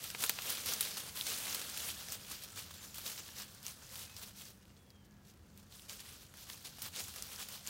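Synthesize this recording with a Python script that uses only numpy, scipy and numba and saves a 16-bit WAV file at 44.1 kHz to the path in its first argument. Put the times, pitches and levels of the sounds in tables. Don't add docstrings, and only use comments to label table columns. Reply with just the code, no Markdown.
import sys
import numpy as np
from scipy import signal
from scipy.fft import rfft, irfft
from scipy.io import wavfile
from scipy.ndimage import uniform_filter1d
from numba import njit

SR = 44100
rng = np.random.default_rng(int(sys.argv[2]) if len(sys.argv) > 2 else 0)


def natural_amplitude(level_db):
    exponent = np.asarray(level_db, float) / 20
    return 10 ** exponent


def unload_wav(signal):
    wavfile.write(
        sys.argv[1],
        SR,
        np.round(np.clip(np.atleast_2d(signal).T, -1, 1) * 32767).astype(np.int16),
    )


N = 339129


def band(x, lo_hz, hi_hz):
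    return signal.sosfilt(signal.butter(2, [lo_hz, min(hi_hz, 0.45 * SR)], "bandpass", fs=SR, output="sos"), x)


def level(x, db):
    return x * natural_amplitude(db) / np.sqrt(np.mean(x ** 2))


def lookup(spectrum, hz):
    f, db = np.transpose(spectrum)
    return np.interp(np.log(hz), np.log(f), db)


def walk(rate):
    hold = int(SR / rate)
    steps = np.repeat(rng.standard_normal(N // hold + 1), hold)
    return 4 / 3 * uniform_filter1d(uniform_filter1d(steps, hold), hold)[:N]


def decay(x, seconds):
    return signal.lfilter([1], [1, -np.exp(-1 / (seconds * SR))], x)


# [t/s, level/dB]
STIRRING = [(0.0, -68), (0.25, -55), (0.5, -47.5), (0.74, -50.5), (0.99, -49.5), (1.24, -58.5),
            (1.49, -45.5), (1.74, -52), (2.23, -58), (2.73, -60.5), (3.1, -54.5), (3.72, -64),
            (4.22, -60.5), (4.47, -80), (4.7, -72.5), (5.0, -78.5), (6.3, -69), (7.69, -60)]
# [crest t/s, level/dB, rise/ms, fall/ms]
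PAW_STEPS = [(0.046, -49, 42, 67), (0.215, -44, 20, 80), (0.508, -45, 55, 39), (0.686, -40.5, 22, 38),
             (0.856, -45.5, 65, 43), (1.178, -46, 19, 46), (1.291, -42, 31, 78), (1.513, -50, 17, 13),
             (1.888, -46.5, 103, 30), (1.993, -49.5, 19, 40), (2.136, -49.5, 37, 26),
             (2.321, -48.5, 28, 30), (2.442, -56.5, 37, 16), (2.578, -50.5, 16, 27), (2.612, -51, 13, 24),
             (2.841, -55.5, 6.2, 9), (2.954, -53, 8, 56), (3.07, -47, 22, 35), (3.125, -51.5, 14, 15),
             (3.186, -53.5, 9, 16), (3.396, -50, 25, 36), (3.668, -51.5, 20, 49), (4.02, -52.5, 97, 27),
             (4.168, -58.5, 5.5, 37), (4.23, -59, 15, 15), (4.28, -56.5, 25, 19), (4.397, -56, 29, 81)]
# [crest t/s, level/dB, rise/ms, fall/ms]
PAW_SCRAPES = [(4.765, -76, 5, 82), (4.909, -75, 44, 9), (5.052, -73, 7, 12), (5.29, -68, 31, 20),
               (5.605, -72.5, 56, 10), (5.745, -59, 26, 69), (5.901, -51, 10.5, 46), (6.0, -56, 9.1, 20),
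               (6.084, -57, 61, 103), (6.435, -57.5, 61, 8.9), (6.498, -53, 12, 39), (6.57, -61.5, 120, 60),
               (6.657, -52.5, 7.6, 26), (6.76, -64, 83, 69), (6.866, -50, 46, 17), (6.969, -48, 23, 65),
               (7.17, -54.5, 190, 84), (7.24, -56, 8, 91), (7.325, -52.5, 17, 40), (7.41, -49, 20, 28),
               (7.533, -52, 28, 39), (7.673, -53, 22, 150)]


def effort():
    t = np.arange(N) / SR
    stir_db = np.interp(t, *np.transpose(STIRRING))
    dull_db = 0.29 * np.maximum(-54.5 - stir_db, 0)
    tilt_db = np.array([-8.5 + dull_db, 0 * t, -2.5 - 0.37 * dull_db])
    power = natural_amplitude(2 * (stir_db + tilt_db))
    for strokes, low_db, thin_db in ((PAW_STEPS, -10, -1), (PAW_SCRAPES, -9.5, -2)):
        for crest, db, rise_ms, fall_ms in strokes:
            first = max(0, int((crest - 0.004 * rise_ms) * SR))
            near = slice(first, int((crest + 0.004 * fall_ms) * SR))
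            ms = 1000 * (t[near] - crest)
            swell = np.exp(-(ms / np.where(ms < 0, rise_ms, fall_ms)) ** 2)
            power[:, near] += natural_amplitude(2 * (db + np.array([[low_db], [0], [thin_db]]))) * swell
    settle_db, settle_s = -12.5, 0.046
    keep = np.exp(-1 / (settle_s * SR))
    return power + natural_amplitude(2 * settle_db) * signal.lfilter([1 - keep], [1, -keep], power)


@njit
def rings(start, hz, cycles, size):
    out = np.zeros(N)
    for k in range(len(start)):
        turn = np.exp((2j * np.pi - 1 / cycles[k]) * hz[k] / SR)
        z = size[k] + 0j
        for i in range(int(start[k]), min(N, int(start[k] + 6 * cycles[k] * SR / hz[k]) + 2)):
            z *= turn
            out[i] += z.imag
    return out


# [f/Hz, level/dB per Hz]
LEAF_COLOUR = [(120, -24), (200, 3), (227, -1.5), (340, -19.5), (465, -7.5), (821, -11), (1100, -8),
               (2210, -4.5), (3430, 0.5), (4680, 0), (11100, -2.5), (13300, -0.5), (16000, -4.5)]


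def swarm(spread_db, cycles, patchy_db, clump_db, rub_db, buckle):
    cracks_per_s = 14000
    chance = rng.random((int(cracks_per_s * N / SR), 5)).T
    start, hz = chance[0] * N, 250 * 64 ** chance[1]
    strength = np.minimum(-np.log(chance[2] + 1e-9), 6.5)
    turns = cycles * 6 ** chance[4]
    size = hz * natural_amplitude(lookup(LEAF_COLOUR, hz) + spread_db * strength) / np.sqrt(turns)
    size = size * np.sign(chance[3] - 0.5)
    bins = np.fft.rfftfreq(N, 1 / SR) + 1
    rub = irfft(rfft(rng.standard_normal(N)) * natural_amplitude(lookup(LEAF_COLOUR, bins)), N)
    buckles = (rng.random(N) < 90 / SR) * rng.random(N) ** 2
    patches = natural_amplitude(patchy_db * walk(35)) * (1 + buckle * decay(buckles, 0.0051))
    parts = []
    for lo, hi in ((200, 1900), (1900, 8000), (8000, 17000)):
        m = (hz >= lo) & (hz < hi)
        cracks = rings(start[m], hz[m], turns[m], size[m])
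        both = level(cracks, 0) + level(band(rub, lo, hi), rub_db)
        edges = np.geomspace(0.8 * lo, 1.2 * hi, 6)
        clumps = 0
        for k in range(5):
            clumps = clumps + (-1) ** k * band(both, *edges[k:k + 2]) * natural_amplitude(clump_db * walk(28))
        parts.append(level(clumps * patches, 0))
    return parts


def leaves():
    at, peak_db, _, body_db, edge_db, after_db = np.transpose(all_snaps())
    parts = swarm(spread_db=2.1, cycles=0.9, patchy_db=0.7, clump_db=1.3, rub_db=-3.5, buckle=0.85)
    tilts_db = (0.7 * body_db - 1, -7, 0.7 * edge_db + 1)
    out = 0
    for part, steady, part_db, tilt_db in zip(parts, effort(), (1.6, 1.5, 1.4), tilts_db):
        kicks = np.zeros(N)
        kicks[(at * SR).astype(int) + 60] = natural_amplitude(peak_db + after_db + tilt_db)
        flare = decay(kicks, 0.008)
        out = out + part * np.sqrt(natural_amplitude(2 * part_db) * steady + flare ** 2)
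    return out


# [t/s, peak level/dB, ring f/Hz, crackle level/dB after it]
TWIG_BREAKS = [(0.1017, -23, 5040, -21), (0.2232, -19, 5000, -14), (0.2374, -15, 4340, -12),
               (0.2942, -10, 12800, -19), (0.9697, -24.5, 5460, -15), (1.1727, -27, 4210, -20),
               (2.0847, -30, 4790, -21), (2.2318, -41, 3960, -19), (2.4857, -40, 4550, -11),
               (2.7077, -38, 1210, -9), (2.9816, -32, 5700, -7), (3.3677, -46, 4590, -24),
               (3.1777, -29, 3350, -22), (4.6533, -47, 2500, -18), (0.2958, -17, 900, -26),
               (6.3389, -38.5, 1470, -12), (6.499, -26.5, 3350, -28), (6.6492, -42, 3120, -19),
               (6.7839, -39, 1100, -13), (6.9345, -39.5, 2860, -9), (7.0822, -35, 7240, -11),
               (7.16, -28.5, 5240, -11.5)]
# [t/s, peak level/dB, ring f/Hz, crackle level/dB after it]
LEAF_SPLITS = [(0.0388, -25.5, 4140, -9.5), (0.2036, -31, 4800, -7), (0.4199, -30, 6440, -13),
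               (0.5003, -21, 5550, -8.5), (0.6594, -20, 12700, -23), (0.8076, -16, 11000, -15),
               (0.8081, -14.5, 3840, -19.5), (1.5459, -20, 13000, -16), (1.7734, -21, 3220, -15),
               (1.7864, -32, 5920, -22), (2.1196, -26.5, 5460, -10.5), (2.1274, -30, 7290, -20),
               (2.3067, -37, 7210, -16), (2.4354, -31, 4670, -11.5), (2.5651, -45, 3380, -13),
               (2.7377, -46, 4760, -8), (2.9432, -31, 3220, -10), (3.6287, -36, 4620, -15),
               (3.6804, -26, 7630, -20), (3.9554, -29, 3440, -17), (4.4184, -34, 5630, -16),
               (5.5747, -41, 5800, -19), (4.8638, -51, 3510, -19), (5.3378, -48, 3260, -19),
               (6.3713, -37, 5000, -24), (6.8188, -24.5, 4940, -11.5), (6.961, -25, 4220, -19),
               (7.2229, -20, 5200, -21), (7.4858, -28, 5300, -16), (0.7355, -17, 6000, -14.5)]
# [t/s, peak level/dB, ring f/Hz, crackle level/dB after it]
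LEAF_POPS = [(0.2626, -21, 12500, -18), (0.5711, -28, 3550, -17), (1.2615, -32, 6990, -19),
             (1.2101, -20, 3880, -22), (1.6965, -28, 8300, -19), (1.9021, -26.5, 3530, -13),
             (3.0624, -30, 3610, -17), (3.3847, -34, 6400, -24), (3.5478, -35, 9500, -21),
             (3.6646, -21.5, 6550, -16), (3.8661, -42, 7260, -19), (3.8911, -37, 4640, -21),
             (4.1649, -31.5, 5100, -10), (4.2283, -37, 9600, -10), (4.7656, -52, 4260, -19),
             (4.9033, -43, 5150, -15), (5.1093, -53, 6000, -19), (5.5749, -39, 13800, -25),
             (5.3926, -54, 3270, -19), (5.7233, -40, 3760, -19), (5.7951, -38, 3300, -21),
             (5.8949, -27.5, 4530, -23), (5.9937, -38, 3250, -23), (6.5315, -39, 4290, -19),
             (7.0378, -33, 7100, -6), (7.3596, -31, 5420, -19), (7.6729, -22.5, 6860, -17)]
# [t/s, peak level/dB, ring f/Hz, crackle level/dB after it]
STICK_KNOCKS = [
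    (0.1476, -25, 2270, -19),
    (0.387, -23, 2200, -35),
    (1.0929, -33, 3300, -26),
    (3.2884, -35, 2500, -29),
    (4.7017, -51, 2400, -19),
    (7.386, -41, 3250, -4.5),
]


def all_snaps():
    kinds = [(TWIG_BREAKS, -14, -10.5), (LEAF_SPLITS, -25, -6.5), (LEAF_POPS, -33, -18), (STICK_KNOCKS, -7, -36)]
    rows = []
    for table, body_db, edge_db in kinds:
        for s, peak_db, hz, after_db in table:
            rows.append((s, peak_db, hz, body_db, edge_db, after_db))
    return rows


def snaps():
    out, t, rows = np.zeros(N + 1024), np.arange(1024) / SR, all_snaps()
    noises = rng.standard_normal((len(rows), 3, 1024))
    for (s, peak_db, hz, body_db, edge_db, _), noise in zip(rows, noises):
        ring = band(noise[0] * np.exp(-t / 0.0004), hz * 0.92 - 350, hz * 1.08 + 600)
        body = band(noise[1] * np.exp(-t / 0.002), 860, 4040)
        edge = band(noise[2] * np.exp(-t / 0.0005), 3500, 17000)
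        ring, body, edge = (v / np.abs(v).max() for v in (ring, body, edge))
        snap = ring + natural_amplitude(body_db + 9.0) * body + natural_amplitude(edge_db + 13.0) * edge
        out[int((s + 0.0008) * SR):][:1024] += natural_amplitude(peak_db - 2.9) * snap / np.abs(snap).max()
    return out[:N]


# [start t/s, end t/s, start f/Hz, end f/Hz, level/dB]
BIRD_WHISTLES = [ (2.46, 2.62, 1330, 1300, -71), (2.76, 2.83, 7190, 7170, -62),
                 (2.85, 2.95, 7170, 7150, -68), (2.80, 2.85, 6500, 6050, -64),
                 (4.05, 4.16, 2560, 2545, -66), (4.605, 4.64, 2870, 2860, -79),
                 (4.685, 4.72, 2840, 2830, -78), (4.765, 4.79, 4320, 4300, -77),
                 (4.75, 4.91, 3450, 3300, -78), (4.86, 5.04, 3350, 3110, -76),
                 (5.01, 5.10, 3110, 2980, -83), (4.99, 5.31, 1720, 1620, -79.5), ]


def birds():
    out, t = np.zeros(N), np.arange(N) / SR
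    waver, flutter = walk(60), walk(70)
    for t0, t1, hz0, hz1, db in BIRD_WHISTLES:
        m = (t > t0) & (t < t1)
        u = (t[m] - t0) / (t1 - t0)
        hz = (hz0 + (hz1 - hz0) * u) * (1 + 0.0063 * waver[m])
        phase = 2 * np.pi * np.cumsum(hz) / SR
        out[m] += natural_amplitude(db + 3 + 3 * flutter[m]) * np.sin(np.pi * u) ** 0.5 * np.sin(phase)
    return out


# [f/Hz, level/dB per Hz]
FOREST_COLOUR = [(15, -39), (25, -1.5), (117, 0.5), (206, -3), (263, -11), (427, -12), (677, -19.5),
                 (1230, -25), (1650, -23), (2760, -29.5), (3250, -6), (4030, -49), (14000, -50),
                 (16000, -28)]


def forest():
    air, swell, t = 0, walk(0.26), np.arange(N) / SR
    for hz in 30 * 2 ** np.arange(0, 9.1, 0.5):
        band_db = lookup(FOREST_COLOUR, hz) + 10 * np.log10(hz)
        noise = level(band(rng.standard_normal(N), hz / 1.22, hz * 1.184), band_db)
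        air = air + noise * natural_amplitude(0.5 * swell + 1.5 * walk(3.01))
    near_s, pass_s = 2.6, 1.1
    drone_db = -66 + 5.5 * np.exp(-((t - near_s) / pass_s) ** 2) + 2.6 * walk(3.5)
    drone = level(band(rng.standard_normal(N), 71.5, 99), -4.0) * natural_amplitude(drone_db)
    hum_hz, hum_db = 202.4, -71
    hum = natural_amplitude(hum_db + 3 + 2.4 * walk(12)) * np.sin(2 * np.pi * np.cumsum(hum_hz + 1.51 * walk(6)) / SR)
    return level(air, -62) + drone + hum


def scene():
    return (leaves() + snaps() + birds() + forest())[None]


def low_pass(x):
    return signal.sosfilt(signal.butter(12, 16970, fs=SR, output="sos"), x)


def record(dry):
    x = signal.sosfilt(signal.butter(4, 44.7, "highpass", fs=SR, output="sos"), dry)
    x = signal.sosfilt(signal.ellip(12, 0.2, 45, 15850, fs=SR, output="sos"), x)
    return low_pass(x)


dry = scene()
out = record(dry)
unload_wav(out)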